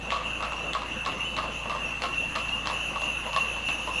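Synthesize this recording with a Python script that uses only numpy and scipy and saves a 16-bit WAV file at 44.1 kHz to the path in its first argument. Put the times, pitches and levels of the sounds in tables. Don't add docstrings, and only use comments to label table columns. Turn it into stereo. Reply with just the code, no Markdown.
import sys
import numpy as np
from scipy import signal
from scipy.io import wavfile
from scipy.ndimage import uniform_filter1d

SR = 44100
rng = np.random.default_rng(int(sys.argv[2]) if len(sys.argv) > 2 else 0)


def log_audio(samples):
    frames = np.atleast_2d(samples).T
    limited = np.clip(frames, -1, 1)
    pcm = np.round(limited * 32767).astype(np.int16)
    wavfile.write(sys.argv[1], SR, pcm)


N = 176400

# f/Hz, gain/dB
IRON_ON_ASPHALT = [(100, -17), (500, 0.5), (1500, 7), (2600, 8.5), (4000, 6.5), (5500, -3.5), (8000, -11),
                   (10000, -22.5), (13000, -33)]


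def hooves():
    # t/s, click strength/dB, clop strength/dB, clop f/Hz
    steps = [(0.104, -21.5, -30, 1144), (.119, -21, -20, 1176), (0.142, -28, -28, 1147),
             (.160, -29, -25, 1129), (0.183, -34, -38, 1120), (.212, -39, -32, 1093),
             (.405, -28, -26.5, 1133), (.425, -26, -23, 1200), (.434, -35, -29, 1166),
             (.448, -34, -32, 1116), (.521, -28.5, -27.5, 1035), (.563, -33, -42, 1070),
             (0.7326, -18, -33, 1144), (.750, -28, -21, 1140), (.819, -30, -30, 1045),
             (1.0505, -24.5, -42, 1140), (1.0609, -21.5, -23, 1148), (1.076, -35, -28.5, 1180),
             (1.1165, -29, -41, 1057), (1.3653, -23, -27.5, 1136), (1.377, -25, -29.5, 1140),
             (1.385, -26, -21.5, 1140), (1.438, -32, -28.5, 1003), (1.656, -41, -28.5, 1046),
             (1.696, -26, -27.5, 1140), (1.714, -30, -24.5, 1133), (1.749, -30, -25, 1044),
             (2.0194, -18.5, -36, 1100), (2.036, -22, -21, 1150), (2.047, -38, -25.5, 1175),
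             (2.142, -35, -50, 1070), (2.353, -23.5, -27, 1104), (2.359, -18.5, -24.5, 1140),
             (2.372, -39, -28, 1123), (2.484, -29, -45, 1060), (2.657, -28, -29, 1097),
             (2.671, -17.5, -30, 1056), (2.698, -27, -24.5, 1027), (2.958, -33, -25, 1072),
             (3.017, -25, -24.5, 1113), (3.265, -32, -24.5, 995), (3.331, -27, -32, 1120),
             (3.362, -17.5, -18.5, 1137), (3.565, -34, -30, 1014), (3.687, -23.5, -30, 1137),
             (3.873, -30, -26, 1015), (3.89, -37, -28.5, 1000)]
    # multiple of the clop pitch, level/dB, time to fade by 60 dB/s
    hoof_tones = [(.46, -12.5, 0.055), (.58, -4.5, 0.033), (.73, -7.5, 0.025), (0.899, -4, 0.037),
                  (1., 0, 0.043), (1.092, -2, 0.035), (1.45, -7, 0.015), (1.85, -5.5, 0.013)]
    click_lag_s, click_decay_s = 0.001004, 0.00093
    grains_per_s, scuff_decay_s, pitch_spread = 330, 0.028, 0.037
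    t = np.arange(SR // 10) / SR
    clicks, clops = np.zeros(N), np.zeros(N)
    for start, click_db, clop_db, pitch_hz in steps:
        click = rng.standard_normal(len(t)) * np.exp(-t / click_decay_s)
        click *= amp(click_db + 13.5) / np.linalg.norm(click)
        scuff = grit(len(t), grains_per_s) * rise(t, 0.0027) * np.exp(-t / scuff_decay_s)
        scuff *= amp(0.75 * click_db + 5) / np.linalg.norm(scuff)
        add(clicks, start + click_lag_s, click + scuff)
        clop = 0
        for multiple, db, fade_s in hoof_tones:
            hz = pitch_hz * multiple * (1 + pitch_spread * rng.standard_normal())
            clop += amp(db) * fade(t, fade_s) * tone(t, hz)
        add(clops, start, amp(clop_db + 0.7) * clop * rise(t, 0.0015))
    return street(colour(clicks, IRON_ON_ASPHALT), echo_db=-4.5) + street(clops, echo_db=0)


def street(sound, echo_db):
    # delay/s, 60 dB fade/s, level/dB, left-right likeness
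    spaces = [(.003, 0.122, 0, 0.96), (0.033, 0.54, -5.5, 0.85)]
    path_cycle_s, bounces_per_s = 2.3, 2000
    t = np.arange(SR // 2) / SR
    out = np.array([sound, sound])
    for offset in np.arange(4) / 4:
        share = np.clip(np.cos(2 * np.pi * (np.arange(N) / SR / path_cycle_s + offset)), 0, 1)
        echo = 0
        for delay_s, fade_s, db, likeness in spaces:
            bounces = rng.choice([-1., 1.], (2, len(t))) * (rng.random((2, len(t))) < bounces_per_s / SR)
            bounces *= (t > delay_s) * fade(t, fade_s)
            bounces /= np.linalg.norm(bounces, axis=1, keepdims=True)
            echo += amp(db + echo_db) * pair(*bounces, likeness)
        out += signal.fftconvolve((sound * share)[None], echo, axes=1)[:, :N]
    return out


def harness_bells():
    # f/Hz, level/dB for each of its three tones
    bells = [(2510, -7.5, 5648, 0, 9929, 6), (2570, -6, 6290, 0.5, 10030, 3),
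             (2580, -9.5, 5936, 0.5, 10341, 6.5), (2634, -1.5, 6058, -1.5, 10560, -3),
             (2673, 2.5, 6121, 2.5, 10680, 11), (2680, 2.5, 6231, -1.5, 10800, 3.5),
             (2719, 1.5, 6350, -1, 10923, 4.5), (2743, 4, 6423, 0.5, 10440, -3.5),
             (2790, -2.5, 6560, -1.5, 11124, 4.5), (2826, 2, 6690, 1, 11262, -2),
             (2847, -8.5, 6490, -1, 11434, -16), (2957, -9, 6820, 1.5, 12000, -5),
             (2988, -4.5, 6988, -0.5, 14000, -4), (3043, -7.5, 7192, -1, 11600, -22)]
    # level/dB, growth on approach/(dB/s), dB gained per dB of
    # jolt, left-right phase/rad, scatter of that phase/rad, left minus right/dB
    bell_tones = [(-48.5, 0.88, 0.8619, 0.28, 0.81, 3), (-61, 1.4, 0.7452, 3.02, 0.93, 0.5),
                  (-75, 2.1, 0.76, 0.84, 0.88, -2.5)]
    # t/s, length/s, strength above rest/dB
    jolts = [(-0.007, 0.19, 2.5), (0.222, 0.17, 7.5), (0.415, 0.13, 4), (0.572, 0.14, 5),
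             (0.846, 0.19, 4.5), (1.062, 0.076, 5.5), (1.18, 0.16, 4), (1.517, 0.082, 7),
             (1.62, 0.071, 1.5), (1.798, .12, 7), (2.026, 0.035, 6.5), (2.116, .14, 7), (2.275, .05, 6.5),
             (2.38, 0.078, 7), (2.452, 0.14, 5.5), (2.71, .2, 8), (2.934, 0.088, 4.5), (3.014, 0.11, 7.5),
             (3.124, 0.1, 6), (3.244, .06, 4.5), (3.324, 0.098, 9), (3.437, 0.13, 7), (3.649, 0.089, 10),
             (3.743, 0.15, 3.5), (3.924, 0.1, 9)]
    hits_per_s, draws, force_spread_db = 110, 900, 3.6
    jolt_edge_s, half_band_hz, fades_s = 0.012, 210, (0.2, 0.2, 0.14)
    t = np.arange(N) / SR
    shake_db = sum(db * (np.tanh((t - start) / jolt_edge_s) - np.tanh((t - start - length) / jolt_edge_s))
                   for start, length, db in jolts) / 2
    out = np.zeros((2, N))
    for bell in bells:
        hit_s = (np.arange(draws) + 2 * rng.random(draws) - 1) / hits_per_s
        heard = (hit_s >= 0) & (hit_s < t[-1])
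        at = (hit_s[heard] * SR).astype(int)
        size, turn, *strays = rng.standard_normal((5, draws))[:, heard]
        force = unit(amp(force_spread_db * size)) * np.exp(2j * np.pi * turn)
        for hz, bell_db, fade_s, settings, stray in zip(bell[::2], bell[1::2], fades_s, bell_tones, strays):
            db, growth, response, phase, scatter, left_db = settings
            hits = np.zeros((2, N), complex)
            hits[:, at] = force * amp(response * shake_db[at] + growth * (t[at] - t[-1] / 2))
            hits[1, at] *= np.exp(-1j * (phase + scatter * stray))
            kept = fade(1 / SR, fade_s)
            ring = signal.lfilter([1], [1, -kept * np.exp(2j * np.pi * hz / SR)], hits).real
            band = signal.butter(1, [hz - half_band_hz, hz + half_band_hz], "bandpass", fs=SR, output="sos")
            ring = signal.sosfilt(band, ring)
            ring *= np.sqrt(2 * (1 - kept ** 2) * SR / hits_per_s)
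            out += ring * amp(db + bell_db) * pan(left_db)
    return out


def single_bells():
    # t/s, f/Hz, level/dB
    swings = [(.25, 2820, -27.5), (.50, 5648, -53), (.56, 5648, -50), (.612, 4000, -50), (1.198, 2816, -27),
              (1.247, 2988, -27.5), (1.245, 7192, -49), (1.565, 3978, -53), (1.83, 2670, -34),
              (2.124, 2712, -26), (2.172, 2714, -23.5), (2.525, 2816, -23), (2.821, 3014, -36),
              (3.036, 2808, -22.5), (3.406, 2743, -25)]
    t = np.arange(SR // 2) / SR
    out = np.zeros(N)
    for start, hz, db in swings:
        add(out, start, amp(db) * rise(t, 0.0041) * fade(t, 0.31) * tone(t, hz))
    return out * pan(left_db=2)


def wheels():
    start_db, growth_db_per_s = -61.5, 3
    t = np.arange(N) / SR
    crunch = [unit(colour(side, IRON_ON_ASPHALT)) for side in grit((2, N), grains_per_s=2500)]
    return amp(start_db + growth_db_per_s * t) * pair(*crunch, likeness=0.3)


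def squeak():
    # t/s, length/s, f/Hz, level/dB
    squeak_tones = [(3.912, 0.091, 5400, -51), (3.954, 0.055, 3620, -49)]
    climb_per_s, wobble = 0.32, 0.0086
    out = np.zeros(N)
    for start, length, hz, db in squeak_tones:
        t = np.arange(0, length, 1 / SR)
        pitch_hz = hz * (1 + climb_per_s * t + wobble * wander(rate_hz=294)[:len(t)])
        swell = np.sqrt(abs(np.sin(np.pi * t / length)))
        add(out, start, amp(db) * swell * np.sin(2 * np.pi * np.cumsum(pitch_hz) / SR))
    return out


def motor():
    # multiple of the turning speed, level/dB
    hum_tones = [(1, -56), (2, -43), (3, -56.5), (4, -56.5), (5, -52.5), (6, -53.5), (7, -62), (8, -71.5)]
    # f/Hz, level/dB, time to fade by 60 dB/s
    knock_tones = [(219, -32, 0.093), (513, -36, 0.15)]
    turns_per_s, waver = 28.35, 0.13
    first_knock_s, turns_per_knock = 0.078, 5
    t = np.arange(N) / SR
    out = sum(amp(db) * (1 + waver * wander(rate_hz=10)) * tone(t, multiple * turns_per_s)
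              for multiple, db in hum_tones)
    age = t[:SR // 4]
    for start in np.arange(first_knock_s, t[-1], turns_per_knock / turns_per_s):
        knock = sum(amp(db) * fade(age, fade_s) * tone(age, hz) for hz, db, fade_s in knock_tones)
        add(out, start, knock * rise(age, 0.0076))
    return out * pan(left_db=2)


def traffic():
    # f/Hz, relative level/dB
    tyre_colour = [(20, -8), (70, -8), (110, -5), (200, -1.5), (300, -1), (400, -8), (520, -1), (800, -3.5),
                   (1100, 0), (1500, -5.5), (2300, -9.5), (3300, -11), (5000, -24), (8000, -25.5),
                   (9500, -46.5), (13000, -66)]
    # f/Hz, likeness (1 = the same)
    likeness = [(50, 0.87), (250, 0.97), (1100, 0.91), (2000, 0.47), (4000, 0.18), (5500, 0.071),
                (12000, 0.096)]
    level_db, patch_db = -38.5, 2.5
    frame, hop = 1024, 256
    hz = np.fft.rfftfreq(frame, 1 / SR)
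    a, b, c, d, patches = rng.standard_normal((5, N // hop + 5, len(hz)))
    patches = uniform_filter1d(patches, size=12, axis=0)
    patches = unit(uniform_filter1d(patches, size=10, axis=1))
    noise = pair(a + 1j * b, c + 1j * d, read(likeness, hz))
    spectrum = noise * amp(read(tyre_colour, hz) + patch_db * patches)
    hiss = signal.istft(spectrum.swapaxes(-1, -2), nperseg=frame, noverlap=frame - hop)[1][:, :N]
    return amp(level_db) * unit(hiss) * pan(left_db=0.8)


def amp(db):
    return 10 ** (np.asarray(db) / 20)


def unit(x):
    return x / np.sqrt(np.mean(x ** 2) + 1e-20)


def tone(t, hz):
    return np.sin(2 * np.pi * (hz * t + rng.random()))


def rise(t, seconds):
    return 1 - np.exp(-t / seconds)


def fade(t, seconds):
    return np.exp(-np.log(1000) * t / seconds)


def grit(shape, grains_per_s):
    return rng.standard_normal(shape) * (rng.random(shape) < grains_per_s / SR)


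def wander(rate_hz):
    return np.interp(np.arange(N) / SR * rate_hz, np.arange(200), rng.standard_normal(200))


def read(points, hz):
    row_hz, value = np.transpose(points)
    return np.interp(np.log(hz + 1), np.log(row_hz + 1), value)


def colour(x, points, size=1024):
    log_gain = np.log(amp(read(points, abs(np.fft.fftfreq(size, 1 / SR)))))
    taps = np.fft.ifft(np.exp(np.conj(signal.hilbert(log_gain)))).real
    return signal.oaconvolve(x, taps)[:N]


def pan(left_db):
    return amp(np.array([[left_db], [-left_db]]) / 2)


def pair(a, b, likeness):
    return np.array([a, likeness * a + np.sqrt(1 - likeness ** 2) * b])


def add(mix, start_s, sound):
    part = mix[max(round(start_s * SR), 0):][:len(sound)]
    part += sound[:len(part)]


def scene():
    ponies = hooves() * pan(left_db=1) + harness_bells() + single_bells()
    return ponies + wheels() + squeak() + motor() + traffic()


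def record(dry):
    cutoff_hz = 12800
    lowpass = signal.firwin(511, cutoff_hz, window=("kaiser", 9), fs=SR)
    return signal.oaconvolve(dry, lowpass[None], "same")


dry = scene()
out = record(dry)
log_audio(out)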